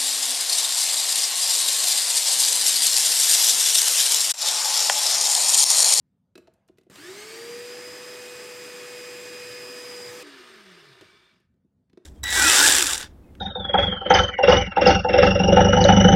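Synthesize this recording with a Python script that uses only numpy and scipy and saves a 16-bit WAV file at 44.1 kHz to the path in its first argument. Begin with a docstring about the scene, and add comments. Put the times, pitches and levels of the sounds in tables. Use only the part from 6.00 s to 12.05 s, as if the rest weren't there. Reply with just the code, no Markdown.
"""In a quiet kitchen, close by and the same in both channels, hands handle a small geared electric grater.
Knocks on the plastic casing are noise bursts and ringing modes; rubbing fingers are patchy shaped noise.
The motor whines up to speed and sags as it shreds: tones locked to three shafts, over rush, hiss and rumble.
At 4.229 s the powered sound breaks off and a lower, unloaded coast glides to a stop, hum under noise and rasp.
More knocks come during and after the coast; knocks and coast leave a short room echo."""
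import sys
import numpy as np
from scipy import signal
from scipy.io import wavfile
from scipy.ndimage import uniform_filter1d

SR = 44100
rng = np.random.default_rng(int(sys.argv[2]) if len(sys.argv) > 2 else 0)


def digitize_waveform(pressure):
    """Quantize a signal to 16-bit integers and store it at the path in sys.argv[1].

    Rows of a 2-D input are taken as channels; values are limited to [-1, 1].
    """
    field = np.atleast_2d(pressure).T
    bounded = np.clip(field, -1, 1)
    quanta = np.round(bounded * 32767).astype(np.int16)
    wavfile.write(sys.argv[1], SR, quanta)


N = 266800

# Room tone spectrum: (frequency [Hz], density [dB per Hz])
ROOM_TONE_SHAPE = [(18, -70), (30, -28), (48, -7.5), (108, -3.5), (124, -8), (188, -3.5), (220, -7.5),
                   (258, -6), (318, -23), (413, -20), (755, -31), (1570, -38.5), (15800, -55.5)]
# Echo decay of the kitchen: (frequency [Hz], t60 [s])
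ECHO_DECAY = [(200, 0.2), (600, 0.61), (1400, 0.75), (3700, 0.35), (10000, 0.28)]
# Fingers rubbing the casing, one list per rub: (time [s], level [dB])
RUBS = [
    [(0.35, -95), (0.4, -90), (0.544, -77), (0.834, -90), (0.9, -79)],
    [(5.88, -95), (5.944, -89), (6.05, -77)],
]
# Spectrum of the rubbing: (frequency [Hz], density [dB per Hz])
RUB_SHAPE = [(200, -38), (500, 12), (1500, 0), (4000, -13), (9000, -20), (15000, -40)]
# Knocks: (time [s], tick [dB], hollow thud [dB], clack [dB], thud centre [Hz], thud build-up [s], ring share [1])
KNOCKS = [(0.3541, -51, -41.5, -42, 394, .005, 0.88), (0.377, -44.5, -41.5, -46, 397, .007, 0.86),
          (0.472, -74, -50, -52.5, 706, 0.0042, 0.35), (0.478, -77, -43.5, -63, 665, 0.0025, 0.3),
          (0.537, -58.5, -62, -75, 210, .0021, 0.25), (0.678, -60, -73.5, -78, 202, .0021, 0.3),
          (0.6853, -68, -61, -52.5, 797, 0.0017, 0.05), (0.6956, -73, -45, -77.5, 362, 0.0017, 0.3),
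          (0.773, -68, -77, -63, 606, 0.0019, 0.3), (0.783, -56.5, -50.5, -52.5, 355, 0.0016, 0.26),
          (0.8113, -68, -57, -61.5, 285, 0.0028, 0.2), (0.833, -67, -69.5, -69.5, 202, .0021, 0.3),
          (0.866, -83, -49.5, -72, 363, 0.0027, 0.3), (0.8984, -48, -44, -52, 322, .0021, 0.4),
          (0.9566, -40, -57, -38, 245, .0021, 0.2), (5.01, -50, -49, -40.5, 360, .0021, 0.2),
          (5.0172, -63, -42, -49.5, 393, 0.0038, 0.28), (5.401, -67.5, -67, -72.5, 205, 0.0019, 0.3),
          (5.54, -83, -68, -82, 328, .0021, 0.1), (5.6473, -87, -55.5, -91, 231, .0021, 0.3),
          (5.897, -88, -59.5, -63, 202, 0.0018, 0.21), (5.9306, -74, -48.5, -59.5, 266, 0.0031, 0.2),
          (5.9734, -79, -37.5, -51.5, 370, 0.0017, 0.22)]
# Hollow casing modes of the thud: (frequency [Hz], level [dB], t60 [s])
THUD_MODES = [(197, 0.5, 0.046), (271, -7, 0.054), (341, 0, 0.05), (365, -0.5, 0.055), (461, -5.5, 0.042),
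              (621, -6.5, 0.045), (677, -2.5, 0.027), (862, -1, 0.017)]
# Short ring inside the clack: (frequency [Hz], level [dB], t60 [s])
RING_MODES = [(1290, -6, 0.035), (1640, -5, 0.038), (2220, -17, .025), (2600, -2, .055), (4050, 1.5, 0.026)]
# Casing resonances that lift noise and tones: (frequency [Hz], width [Hz], lift [dB])
CASING = [(193, 19, 6.5), (348, 16, 5.5), (369.5, 120, 7), (626, 58, 6.5), (720, 23, -2.5), (1216, 170, 5),
          (1534, 58, 4), (1736, 150, 6), (1872, 49, 5.5), (2094, 100, 4), (2237, 38, 3), (2602, 34, 3),
          (3490, 95, 2.5), (3745, 30, 7), (4256, 61, 3), (4740, 210, 5), (4960, 140, 1), (5350, 80, 2.5),
          (5750, 74, -0.5), (6470, 63, 1.5), (7395, 170, 5.5), (7810, 200, -3.5), (8160, 270, 5.5),
          (8900, 250, 3), (9900, 110, 1), (11640, 140, 3.5)]
# Turns per rotor turn: (rotor [1], middle shaft [1], third shaft [1])
SHAFTS = (1, 7 / 18, 7 / 18 * 13 / 40)
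# The tone tables add up multiples of the three shaft speeds:
# (rotor multiple [1], middle shaft multiple [1], third shaft multiple [1], level [dB])
ROTOR = [(1, 0, 0, 0)]
ROTOR_TWICE = [(2, 0, 0, -3)]
WEAK_TONES = [(0, 2, 0, -22), (-1, 6, -1, -22), (1, 2, 0, -22), (2, 0, 0, -21), (0, 6, -1, -22),
              (0, 7, -1, -24), (3, 0, 0, -24), (0, 9, 0, -20), (-1, 13, 0, -21), (0, 12, 0, -22),
              (0, 16, 0, -22), (7, 0, 0, -20), (8, 0, 0, -25), (0, 31, 0, -22), (12.5, 0, 0, -19),
              (21, 0, 0, -29)]
# Meshing of the middle shaft's 13 teeth, with side tones from wobbling shafts; then its harmonics
MESH = [(0, 13, 0, -1), (0, 13, 1, -11), (0, 14, 0, -10), (0, 14, 1, -16), (0, 15, 0, -15)]
MESH_TWICE = [(0, 26, 0, -1), (0, 26, 1, -13), (0, 27, 0, -9), (0, 27, 1, -18), (10, 0, 0, -16),
              (0, 25, 0, -17)]
MESH_THRICE = [(0, 39, 0, -2), (0, 38, 0, -4), (0, 40, 0, -5)]
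# Rotor hum at each pitch it passes: (rotor speed [Hz], level [dB])
HUM = [(90, -80), (105, -62), (118, -78), (135, -59), (153, -70), (180, -57), (215, -62.5), (255, -66.5),
       (285, -50.5), (315, -56), (345, -48), (377, -38), (394, -48), (411, -46), (423, -50), (440, -46.5),
       (461, -43.5), (476, -38), (486, -41.5), (491, -43.5), (496, -45.5), (560, -66)]
# Rush of gears, air and blade, powered and coasting: (frequency [Hz], density [dB per Hz])
RUSH_SHAPE = [(60, -47), (150, -22), (240, -14.5), (430, -10.5), (540, -17.5), (760, -15), (1300, -16),
              (2300, -11), (2900, -14), (4160, -17), (5030, -17.5), (6500, -19.5), (8450, -60)]
COAST_RUSH_SHAPE = [(24, -65.5), (40, -33), (181, -18.5), (309, -15.5), (382, 3), (561, -13.5), (1160, -6),
                    (2290, -7.5), (2830, -6.5), (5250, -13), (6500, -23.5), (8450, -52), (14300, -120)]
# Hiss, powered (from the brushes) and coasting: (frequency [Hz], density [dB per Hz])
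HISS_SHAPE = [(3120, -36.5), (5300, -1.5), (5450, -5), (6000, -11), (6850, -2), (7330, -3), (8260, -3.5),
              (9560, -8.5), (15000, -14), (15800, -19)]
COAST_HISS_SHAPE = [(3120, -32), (5300, -2), (5700, -9), (6750, -9), (7960, -13), (8610, -8), (10400, -19),
                    (12000, -16), (15800, -27)]
# Rumble through the worktop: (frequency [Hz], density [dB per Hz])
RUMBLE_SHAPE = [(40, -45.5), (75, -31), (105, -2), (122, -5), (140, -4), (170, -9), (260, -38)]
# Rasp of the slow gears: (frequency [Hz], density [dB per Hz])
RASP_SHAPE = [(1900, -45), (2230, -16), (2290, 9), (2350, -8), (2900, -27), (3480, -1.5), (3600, 5),
              (3720, -12), (4500, -47)]
# Speed missing at switch-on: (speed [Hz], catch-up time constant [s])
START_LAGS = [(266, .249), (116, .068)]
# Shredding slows the rotor: (time [s], speed lost [Hz])
SAG = [(1.9, 0), (2.2, 3.6), (2.6, 6.6), (3.8, 6.8), (4.06, 10), (4.13, 8.7), (4.2, 3)]
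# Gear tones under changing load: (time [s], mesh [dB], second harmonic [dB], third harmonic [dB])
LOAD = [(.9, -78, -75, -80), (1, -59, -60, -58), (1.07, -53, -56.5, -63), (1.14, -69, -60, -63),
        (1.19, -54, -54, -57), (1.3, -53.5, -54, -66), (1.4, -59, -55, -69), (1.6, -54.5, -53.5, -66.5),
        (1.85, -58, -49, -68), (2.25, -51, -55, -65.5), (2.55, -53.5, -53, -69.5),
        (2.85, -51.5, -56, -64.5), (3.05, -50, -50.5, -64.5), (3.2, -51, -54.5, -61),
        (3.45, -49.5, -49, -68.5), (3.7, -50, -48.5, -73), (3.95, -56, -47, -71), (4.08, -61.5, -47.5, -66),
        (4.13, -63, -57.5, -72), (4.229, -51, -55.5, -59.5)]
# The rumble swells: (time [s], rise [dB])
SWELLS = [(1.1, 5), (1.51, 3), (3.51, 6.7), (4.09, 8.2)]

ROOM_TONE_DB = -71.5
EDGE_HZ = 15920  # top of the audible band
KNOCK_T60_S = .025  # noise bursts of tick and clack
POWER_ON_S, BREAK_S = .9, 4.229  # powered sound starts; it stops and the coast begins
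FREE_HZ = 497.7  # rotor speed without load
RUSH_DB, HISS_DB, WEAK_TONES_DB = -44.5, -49.5, -47.5  # once up to speed
START_DB, START_S = -15, 0.087  # those three begin this much lower; catch-up time constant
RUMBLE_DB, SWELL_S = -66, .07  # between swells; each swell's rise falls to 1/e this far from its centre
GEAR_WAVER_DB = 1.1
COAST_HZ, BRAKE_HZ_PER_S = 300.5, 243  # friction slows the rotor evenly
CREEP_HZ = 5.3  # the last turns ease out around this speed
COAST_HUM_DB, COAST_SECOND_DB = 0.5, -21  # over the HUM level at that pitch
COAST_RUSH_DB, COAST_RUSH_LOSS_DB = -47.5, 6.06  # at first; lost per halving of speed
COAST_HISS_DB, COAST_HISS_LOSS_DB = -59.5, 6.8
RASP_DB, RASP_HZ, RASP_FALL_DB = -63, 91.6, 4  # peak, at this rotor speed; fall per squared octave away


def amp(db):
    """Decibels to amplitude factor."""
    return 10 ** (np.asarray(db) / 20)


def evened(x):
    """Scale to unit rms."""
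    return x / np.sqrt(np.mean(x ** 2) + 1e-20)


def read(points, hz):
    """Read a curve between its points on a log frequency axis."""
    f, value = np.transpose(points)
    return np.interp(np.log(hz + 1), np.log(f + 1), value)


def wander(size, span):
    """Slow random drift of unit rms, smoothed twice over span values."""
    drift = uniform_filter1d(rng.standard_normal(size), span, 0)
    return evened(uniform_filter1d(drift, span, 0))


def slow(size, span):
    """Random drift, one value a sample, smooth over span blocks of 64 samples."""
    blocks = size // 64 + 1
    return np.interp(np.arange(size) / 64, np.arange(blocks), wander(blocks, span=span))


def unroll(rows, span=None):
    """First sample and one value a sample for each column, over the table's own span unless given."""
    s, *columns = np.transpose(rows)
    first, last = (min(round(edge * SR), N) for edge in span or (s[0], s[-1]))
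    t = np.arange(first, last) / SR
    return first, [np.interp(t, s, column) for column in columns]


def noise(size, shape_db, patchy_db):
    """Random short-time spectra with drifting patches and a steady room ripple; shape_db maps Hz to dB."""
    frames, hz = size // 512 + 5, np.fft.rfftfreq(2048, 1 / SR)
    real, imaginary, patches = rng.standard_normal((frames, 1025, 3)).T
    patches = uniform_filter1d(patches, 16, 0)  # along frequency
    patches = evened(uniform_filter1d(patches, 5, 1))  # along time
    ripple_db = 1.6 * wander(1025, span=2)
    level_db = (shape_db(hz) + ripple_db)[:, None] + patchy_db * patches
    spectra = (real + 1j * imaginary) * amp(level_db)
    return evened(signal.istft(spectra, nperseg=2048, noverlap=1536)[1][:size])


def room_tone():
    """The quiet kitchen: low, patchy noise with most of its weight in the bass."""
    return amp(ROOM_TONE_DB) * noise(N, lambda f: read(ROOM_TONE_SHAPE, f), 2.5)


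def kitchen_echo(x):
    """Echo of sparse taps of random sign, each band dying at its own speed."""
    taps = np.zeros(SR // 2)
    at = np.arange(300, len(taps) - 20, 20)
    taps[at + rng.integers(0, 20, len(at))] = rng.choice([-1., 1.], len(at))
    hz, t, spectra = signal.stft(taps, SR, nperseg=256)
    decay_db = -60 * t / read(ECHO_DECAY, hz)[:, None]
    tail = signal.istft(spectra * amp(decay_db), SR, nperseg=256)[1]
    return signal.fftconvolve(x, tail / np.linalg.norm(tail))[:N]


def rub(rows):
    """Fingers rubbing the casing: strongly patchy friction noise."""
    start, (level_db,) = unroll(rows)
    return start, amp(level_db) * noise(len(level_db), lambda f: read(RUB_SHAPE, f), 3.9)


def ringing(modes, t, rise_s, centre_hz, fall_db):
    """Decaying modes with a soft start, peak 1; modes weaken by fall_db per squared octave from the centre."""
    out = 0
    for hz, db, t60 in modes:
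        level_db = db - fall_db * np.log2(hz / centre_hz) ** 2 - 60 * t / t60
        out = out + amp(level_db) * np.sin(2 * np.pi * (hz * t + rng.random()))
    out = out * (1 - np.exp(-t / rise_s)) ** 2
    return out / abs(out).max()


def knocks():
    """Each knock is a bright tick, a dry clack with a short ring, and a hollow thud that builds up."""
    out, t = np.zeros(N + 6000), np.arange(6000) / SR
    tick_band = signal.butter(2, [4500, 12500], "band", fs=SR)
    clack_band = signal.butter(2, [700, 4200], "band", fs=SR)
    envelope = amp(-60 * t / KNOCK_T60_S) * (1 - np.exp(-t / 0.001))
    for s, tick_db, thud_db, clack_db, thud_hz, build_s, ring_share in KNOCKS:
        bursts = rng.standard_normal((2, len(t))) * envelope
        tick = signal.lfilter(*tick_band, bursts[0])
        clack = 2.16 * signal.lfilter(*clack_band, bursts[1])
        clack += ring_share * ringing(RING_MODES, t, 0.00055, 2600, 0)
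        thud = ringing(THUD_MODES, t, build_s, thud_hz, 10.0)
        knock = amp(tick_db) * tick + amp(clack_db) * clack + amp(thud_db) * thud
        out[round(s * SR):][:len(t)] += knock
    return out[:N]


def casing_lift(hz):
    """Bell-shaped lift in dB around each casing resonance."""
    return sum(db / (1 + ((hz - f) / (width / 2)) ** 2) for f, width, db in CASING)


def casing_noise(level_db, shape):
    """Noise coloured by the casing resonances, following a level curve."""
    return amp(level_db) * noise(len(level_db), lambda f: read(shape, f) + casing_lift(f), 1.2)


def tones(table, rotor_hz, waver_db, lift, fuzz):
    """Sines locked to the shafts; each wavers, blurs, and follows the casing resonances by the lift factor."""
    size, out = len(rotor_hz), 0
    turns = np.cumsum(rotor_hz) / SR + 0.0078 * slow(size, span=12)  # gear play shakes the timing
    for *multiples, db in table:
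        ratio = np.dot(multiples, SHAFTS)
        swell_db = lift * np.repeat(casing_lift(ratio * rotor_hz[::64]), 64)[:size]
        # uneven tooth blows spread the line
        blur = 1 + fuzz * (slow(size, span=3) + 1j * slow(size, span=3))
        level = amp(db + swell_db + waver_db * slow(size, span=12))
        out = out + level * blur * np.exp(2j * np.pi * (ratio * turns + rng.random()))
    return np.sqrt(2) * out.real


def coast():
    """Unloaded, without gear tones: hum, rush and hiss follow the falling speed; a rasp peaks on the way."""
    t = np.arange(round(1.5 * SR)) / SR
    even_hz = COAST_HZ - BRAKE_HZ_PER_S * t
    hz = CREEP_HZ * np.logaddexp(0, even_hz / CREEP_HZ) + 1e-9  # soft landing at zero
    halvings = np.log2(COAST_HZ / hz)
    slowing_db = -12 * np.maximum(np.log2(HUM[0][0] / hz), 0)  # the slowest turns hardly hum
    hum_db = read(HUM, hz) + COAST_HUM_DB + slowing_db
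    second_db = read(HUM, 2 * hz) + COAST_SECOND_DB + slowing_db
    out = amp(hum_db) * tones(ROTOR, hz, 0.57, 0, 0.045)
    out += amp(second_db) * tones(ROTOR_TWICE, hz, 2.2, 0, 0.14)
    rattle_db = 0.81 * slow(len(hz), span=4)  # loose gears chatter
    out += casing_noise(COAST_RUSH_DB - COAST_RUSH_LOSS_DB * halvings + rattle_db, COAST_RUSH_SHAPE)
    out += casing_noise(COAST_HISS_DB - COAST_HISS_LOSS_DB * halvings + rattle_db, COAST_HISS_SHAPE)
    rasp_db = RASP_DB - RASP_FALL_DB * np.log2(hz / RASP_HZ) ** 2
    out += amp(rasp_db) * noise(len(hz), lambda f: read(RASP_SHAPE, f), 2.2)
    return round(BREAK_S * SR), out


def motor():
    """Rotor hum, gear tones, broad rush, rumble, and brush hiss that throbs with the mains."""
    start, (once_db, twice_db, thrice_db) = unroll(LOAD, (POWER_ON_S, BREAK_S))
    t = np.arange(len(once_db)) / SR
    missing_hz = sum(lag * np.exp(-t / s) for lag, s in START_LAGS)
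    hz = FREE_HZ - missing_hz - np.interp(POWER_ON_S + t, *np.transpose(SAG))
    rise_db = START_DB * np.exp(-t / START_S)
    out = amp(read(HUM, hz)) * tones(ROTOR, hz, 0.75, 0, 0.017)
    out += amp(WEAK_TONES_DB + rise_db) * tones(WEAK_TONES, hz, 4.0, 0.71, 0.18)
    for level_db, table, lift in (once_db, MESH, .8), (twice_db, MESH_TWICE, .9), (thrice_db, MESH_THRICE, .6):
        out += amp(level_db) * tones(table, hz, GEAR_WAVER_DB, lift, 0.14)
    throb = 1 + .12 * np.sin(2 * np.pi * 100 * t)  # twice per 50 Hz mains cycle
    out += casing_noise(RUSH_DB + rise_db, RUSH_SHAPE)
    out += throb * casing_noise(HISS_DB + rise_db, HISS_SHAPE)
    swell_db = sum(db * np.exp(-((POWER_ON_S + t - s) / SWELL_S) ** 2) for s, db in SWELLS)
    rumble = noise(len(hz), lambda f: read(RUMBLE_SHAPE, f), 0.81)
    return start, out + amp(RUMBLE_DB + swell_db) * rumble


def scene():
    """Room tone, knocks and coast with their echo, rubbing and the powered motor, the same in both channels."""
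    hands, slowing = knocks(), np.zeros(N)
    start, sound = coast()
    slowing[start:start + len(sound)] = sound
    echo = kitchen_echo(amp(-12.0) * hands + amp(-14.5) * slowing)
    mix = room_tone() + hands + slowing + echo
    for start, sound in [rub(rows) for rows in RUBS] + [motor()]:
        mix[start:start + len(sound)] += sound
    return np.array([mix, mix])


def record(dry):
    """The microphone drops the deepest bass; a steep low-pass then limits the band."""
    bass_cut = signal.butter(4, 48, "high", fs=SR, output="sos")
    dry = signal.sosfilt(bass_cut, dry)
    low_pass = signal.firwin(511, EDGE_HZ, window=("kaiser", 9), fs=SR)
    return signal.oaconvolve(dry, low_pass[None], "same")


dry = scene()
out = record(dry)
digitize_waveform(out)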